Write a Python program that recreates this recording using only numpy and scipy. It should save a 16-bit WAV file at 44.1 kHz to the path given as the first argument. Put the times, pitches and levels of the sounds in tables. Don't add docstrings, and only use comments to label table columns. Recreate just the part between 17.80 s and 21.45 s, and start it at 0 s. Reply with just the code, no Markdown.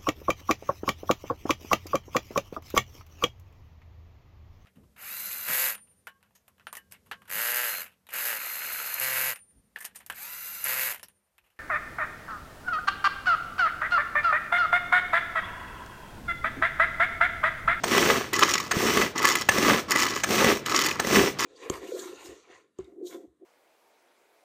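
import sys
import numpy as np
from scipy import signal
from scipy.fft import rfft, irfft
from scipy.io import wavfile
from scipy.ndimage import uniform_filter1d

SR = 44100
rng = np.random.default_rng(int(sys.argv[2]) if len(sys.argv) > 2 else 0)


def int16_out(signal):
    q = np.round(np.clip(np.atleast_2d(signal).T, -1, 1) * 32767)
    wavfile.write(sys.argv[1], SR, q.astype(np.int16))


N = 160965

# (frequency [Hz], width [Hz], lift while pulling [dB], lift while rattling [dB])
MODES = [(221, 45, 6.5, -3.5), (1060, 300, 5.5, 4.5), (1205, 260, 8.5, 3.5), (1694, 153, 4, 8),
         (1993, 91, 6, 8.5), (2555, 270, 3, 5), (3000, 97, 2.5, 5.5), (4580, 62, 5.5, 3),
         (5510, 450, 6.5, 8), (6160, 380, 3.5, 3.5), (6760, 140, 0, 7.5)]
CREST_DB = 12


def undb(db):
    return 10 ** (np.asarray(db) / 20)


def unit(x):
    return x / np.sqrt(np.mean(x ** 2))


def body(x, colour, lifts):
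    size = 8192
    half = size // 2
    hz = np.maximum(np.arange(half + 1) * SR / size, 1)
    colour_hz, colour_db = np.array(colour).T
    db = np.interp(np.log(hz), np.log(colour_hz), colour_db)
    for f, width, lift_db in lifts:
        db = db + max(lift_db, 0) / (1 + (2 * (hz - f) / max(width, 55)) ** 2)
    cepstrum = irfft(np.log(undb(db)))
    cepstrum[1:half] *= 2
    cepstrum[half + 1:] = 0
    impulse = irfft(np.exp(rfft(cepstrum)))[:half]
    return signal.fftconvolve(x, impulse)[:N]


def band(x, lo_hz, hi_hz):
    return signal.sosfilt(signal.butter(2, [lo_hz, hi_hz], "bandpass", fs=SR, output="sos"), x)


def clicks(rate, spread_db, smooth):
    chance, size = rng.random(N), rng.exponential(size=N)
    sign_noise, rubbing = rng.standard_normal((2, N))
    hits = (chance < rate / SR) * undb(spread_db * np.minimum(size, 3)) * np.sign(sign_noise)
    return unit(unit(hits) + smooth * rubbing)


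def flutter(rate, depth_db):
    k = max(int(SR / rate), 1)
    steps = np.repeat(np.clip(rng.standard_normal(N // 50), -2, 2), k)[:N]
    return unit(undb(depth_db * uniform_filter1d(steps, k)))


def patchy(x, rate, depth_db):
    edges = [30, 300, 700, 1500, 3000, 4500, 6200, 8000, 19000]
    total = 0
    for k, (lo_hz, hi_hz) in enumerate(zip(edges[:-1], edges[1:])):
        total = total + (-1) ** k * band(x, lo_hz, hi_hz) * flutter(rate, depth_db)
    return unit(total)


def ticking():
    ticks_per_s, tail_s, spread_db, rub_share = 280, .0007, 4.5, .65
    chance, size = rng.random(N), rng.standard_normal(N)
    hits = (chance < ticks_per_s / SR) * undb(spread_db * np.clip(size, -2, 2))
    fade = np.exp(-1 / (tail_s * SR))
    ticks = signal.lfilter([1], [1, -2 * fade, fade ** 2], hits)
    return unit(unit(ticks) + rub_share)


def curve(tables, column):
    t, out = np.arange(N) / SR, np.zeros(N)
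    for rows in tables:
        rows = np.array(rows)
        edge = np.clip(np.minimum(t - rows[0, 0], rows[-1, 0] - t) / .008 + 1, 0, 1)
        out += edge * undb(np.interp(t, rows[:, 0], rows[:, column]))
    return out


def bursts(rows, length, rise_s, tail_s):
    t, out = np.arange(N) / SR, np.zeros(N)
    for (s, db), hold in zip(rows, np.broadcast_to(length, len(rows))):
        i = int(s * SR)
        dt = t[i:i + 4000] - s
        rise = np.clip(dt / rise_s, 0, 1)
        decay = np.exp(-np.maximum(dt - rise_s - hold, 0) / tail_s)
        out[i:i + 4000] += undb(db) * rise * decay
    return out


def room_tone():
    # (frequency [Hz], level [dB])
    tone_colour = [(18, -30), (40, -17.5), (102, -3.5), (463, -8.5), (702, -14.5), (1990, -20), (6000, -31),
                   (9000, -40), (15200, -59)]
    level_db = -38
    return undb(level_db) * unit(body(rng.standard_normal(N), tone_colour, []))


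def room_echo(near):
    level_db, t60_s, low_hz, damp_hz = -17, .25, 126, 4560
    t = np.arange(SR // 2) / SR
    tail = rng.standard_normal(len(t)) * undb(-60 * t / t60_s) * (t > .004)
    tail = band(tail, low_hz, damp_hz)
    wet = signal.fftconvolve(near, tail / np.sqrt(np.sum(tail ** 2)))[:N]
    return undb(level_db) * wet


def bumps():
    # (time [s], level [dB])
    bump_rows = [(0.9674, -10)]
    pitch_hz, swell_s = 161, 0.002
    t, out = np.arange(N) / SR, np.zeros(N)
    for s, db in bump_rows:
        age = np.maximum(t - s, 0) / swell_s
        out += undb(db) * 2.2 * age * np.exp(-age) * np.sin(2 * np.pi * pitch_hz * (t - s))
    return out


def lid(hollow, bright, colour, lifts, favour):
    split_hz, top_hz, spots_per_s = 2500, 19000, 110

    def low(x):
        return band(body(x, colour, lifts), 55, split_hz)

    def high(x, modes):
        return -band(body(x, colour, modes), split_hz, top_hz)

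    spots = np.array([flutter(spots_per_s, 8) for _ in range(3)])
    spots = spots / np.sum(spots, axis=0)
    even = rng.standard_normal(N)
    upper = 0
    for k, spot in enumerate(spots):
        modes = [(f, 2 * width, db * (favour if j % 3 == k else 1 / favour))
                 for j, (f, width, db) in enumerate(lifts)]
        upper = upper + high(bright * spot, modes)
    return low(hollow) / np.std(low(even)) + upper / np.std(high(even, lifts))


def blows(rows, length, rise_s, tail_s, lead_s, linger):
    rows = np.array(rows)
    chatter = undb(-CREST_DB) * patchy(clicks(3000, 0.78, 0.78), 300, 6.0)
    hollow = np.c_[rows[:, 0] - lead_s, rows[:, 1] + rows[:, 2]]
    hollow_gain = bursts(hollow, length, rise_s + lead_s, tail_s * linger)
    bright_gain = bursts(rows[:, :2], length, rise_s, tail_s)
    return chatter * hollow_gain, chatter * bright_gain


def rewind():
    # (time [s], hollow rattle of the lid [dB], bright rattle [dB])
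    returns = [
        [(0.537, -30, -33), (0.692, -27.5, -26), (0.79, -37, -36.5), (0.905, -41, -48)],
        [(1.36, -27.5, -42.5), (1.496, -25, -22.5), (1.598, -32.5, -36.5), (1.685, -70, -51)],
        [(2.087, -30.5, -42), (2.209, -24, -23), (2.327, -30, -32.5), (2.43, -56, -41)],
        [(2.862, -28.5, -37), (3.01, -21.5, -25.5), (3.11, -32, -32.5), (3.19, -42, -51)],
        [(3.594, -26, -28), (3.65, -25.5, -26)],
    ]
    # (time [s], nominal peak [dB], hollow part re that peak [dB])
    knocks = [(0.5323, -5.5, -8), (0.5395, -15, -27), (0.562, -13, 2), (0.592, -7.5, 1), (0.618, -19, 9),
              (0.627, -5.5, 8), (0.6337, -10, -1), (0.648, -9, -6), (0.714, -12, 1), (0.7376, 1, -12),
              (0.7547, -14, 7.5), (0.7791, -9, -11), (0.8003, -7, -27), (0.862, -32, 3), (1.3583, -23, 9),
              (1.3786, -7.5, -14), (1.392, -12, -8), (1.4444, -12.5, 9.5), (1.4526, 0.5, -3),
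              (1.488, -4.5, -17), (1.506, -20.5, 6.5), (1.5535, -1.5, -11), (1.6108, -8, -8.5),
              (1.6205, -15.5, 4), (2.1077, -5, -4), (2.118, -3.5, -13), (2.159, -11, 12), (2.1926, -11, 1),
              (2.2224, -7.5, -19), (2.2283, -23, -15), (2.265, -12, 0), (2.3375, -21, 1),
              (2.3625, -13.5, 0), (2.375, -14.5, -4), (2.4021, -22, -2), (2.8605, -6, -20),
              (2.8983, -26, 4), (2.9208, -10.5, -1), (2.9461, -12.5, 10), (2.9606, -3, -11),
              (2.9892, -5, -10), (3.0644, -5.5, -10), (3.112, -8.5, -1), (3.5932, -14, -17)]
    # (frequency [Hz], level [dB])
    lid_colour = [(35, -32), (100, -14.5), (341, 3.5), (667, -11), (1250, -1), (1550, -11.5), (2030, -6),
                  (2800, -12), (6900, -13.5), (7300, -16.5), (10000, -19.5), (15200, -34.5)]
    knock_s, rise_s, tail_s = 0.00027, 0.00056, 0.0042
    hollow_lead_s, hollow_linger = 0.0072, 0.96

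    low_rattle = clicks(3500, 3.1, 0.72) * ticking() ** 0.64 * flutter(39.38, 1.53)
    low_rattle = patchy(low_rattle, 120, 2.9)
    high_rattle = clicks(3500, 2.9, 1.0) * ticking() * flutter(50, 1.13)
    high_rattle = patchy(high_rattle, 160, 0.88)
    hollow, bright = blows(knocks, knock_s, rise_s, tail_s, hollow_lead_s, hollow_linger)
    hollow = hollow + curve(returns, 1) * low_rattle
    bright = bright + curve(returns, 2) * high_rattle
    return lid(hollow, bright, lid_colour, np.array(MODES)[:, [0, 1, 3]], favour=1.7)


def clutch():
    # (time [s], nominal peak [dB], hollow part re that peak [dB], length [s])
    snaps = [(0.035, -10.5, 1.5, 0.0056), (0.909, -10.5, 3, 0.0082), (1.6866, -4, 1, 0.0039),
             (2.4334, -9.5, 1.5, 0.0078), (3.194, -17.5, 12, 0.005)]
    # (frequency [Hz], level [dB])
    snap_colour = [(100, -4.5), (400, -8), (900, -1.5), (2000, -3), (3500, -10.5), (6400, -7.5),
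                   (9500, -22.5), (15200, -27.5)]
    # (frequency [Hz], width [Hz], lift [dB])
    snap_modes = [(1720, 170, 6), (6400, 300, 5), (8540, 170, 12)]
    hollow, bright = blows(snaps, np.array(snaps)[:, 3], rise_s=0.0035, tail_s=.0035, lead_s=0, linger=1)
    return lid(hollow, bright, snap_colour, snap_modes, favour=0.44)


def jar(x):
    # (frequency [Hz], level [dB])
    pull_colour = [(18, -66), (35, -14.5), (229, -6.5), (400, 1), (667, -11.5), (1120, -18.5),
                   (2040, -12.5), (4960, -23), (6270, -20.5), (10000, -29.5), (15200, -42)]
    return body(x, pull_colour, np.array(MODES)[:, [0, 1, 2]])


def chops():
    # (time [s], nominal peak [dB])
    chop_rows = [(0.079, -7), (0.116, -3.5), (0.178, 0.5), (0.223, -5.5), (0.311, -6), (0.982, -29),
                 (1.104, -9), (1.17, 1), (1.732, -16), (1.781, 0), (2.488, -9), (2.506, -3.5), (2.643, 0),
                 (2.769, -12), (3.246, -10.5), (3.269, -5)]
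    crunch = clicks(4000, 2.4, 0.47)
    struck = crunch * bursts(chop_rows, length=0.0046, rise_s=0.0011, tail_s=0.0011)
    return jar(struck) / np.std(jar(crunch)) * undb(-CREST_DB)


def pulls():
    # (time [s], blades thudding in the food [dB], gear grind [dB], cord and gear hiss [dB])
    pull_rows = [
        [(0.055, -32, -33, -36), (0.145, -23.5, -18, -25.5), (0.309, -17, -19.5, -25.5),
         (0.371, -24, -23, -29.5), (0.52, -59, -48, -52.5)],
        [(0.935, -30, -34, -37), (0.985, -27, -27.5, -28), (1.223, -20.5, -19.5, -26), (1.323, -43, -51, -47.5),
         (1.35, -58, -59, -82)],
        [(1.71, -32, -31, -31), (1.886, -16.5, -15.5, -23.5), (1.998, -25, -27, -32), (2.026, -42, -73, -42),
         (2.08, -67, -59, -70)],
        [(2.46, -37, -48, -38), (2.522, -23, -23.5, -25), (2.718, -20, -17.5, -25.5), (2.8, -34, -49, -42.5),
         (2.85, -57, -47, -75)],
        [(3.215, -36, -39, -39), (3.361, -12.5, -17, -20), (3.485, -21.5, -25.5, -31), (3.533, -51, -61, -42),
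         (3.58, -54, -37, -79)],
    ]
    low_split_hz, high_split_hz, top_hz = 700, 3500, 19000
    load = flutter(45, 1.6)

    thud = jar(patchy(clicks(600, 3.05, 0.59) * load, 60, 0.88))
    thud = unit(band(thud, 28, low_split_hz))

    teeth = jar(patchy(clicks(1200, 9.3, 0.98) * load * ticking() ** 0.21, 200, 3.5))
    grind = unit(band(teeth, low_split_hz, high_split_hz))

    hiss = jar(clicks(3000, 2.1, 0.7) * load ** 0.23 * ticking() ** 0.21)
    hiss = unit(band(hiss + 0.16 * teeth, high_split_hz, top_hz))

    thud_gain, grind_gain, hiss_gain = [curve(pull_rows, column) for column in (1, 2, 3)]
    return thud_gain * thud - grind_gain * grind + hiss_gain * hiss + chops()


def scene():
    near = pulls() + rewind() + clutch() + bumps()
    return (near + room_echo(near) + room_tone())[None]


def record(dry):
    # (frequency [Hz], level [dB])
    mic = [(20, -4.5), (9800, -4.5), (10400, -10.5), (11500, -5.5), (13300, 5.5), (15200, 12)]
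    top_hz = 15250
    low_pass = signal.ellip(12, .3, 90, top_hz, fs=SR, output="sos")
    return signal.sosfilt(low_pass, body(dry[0], mic, []))[None]


dry = scene()
out = record(dry)
int16_out(out)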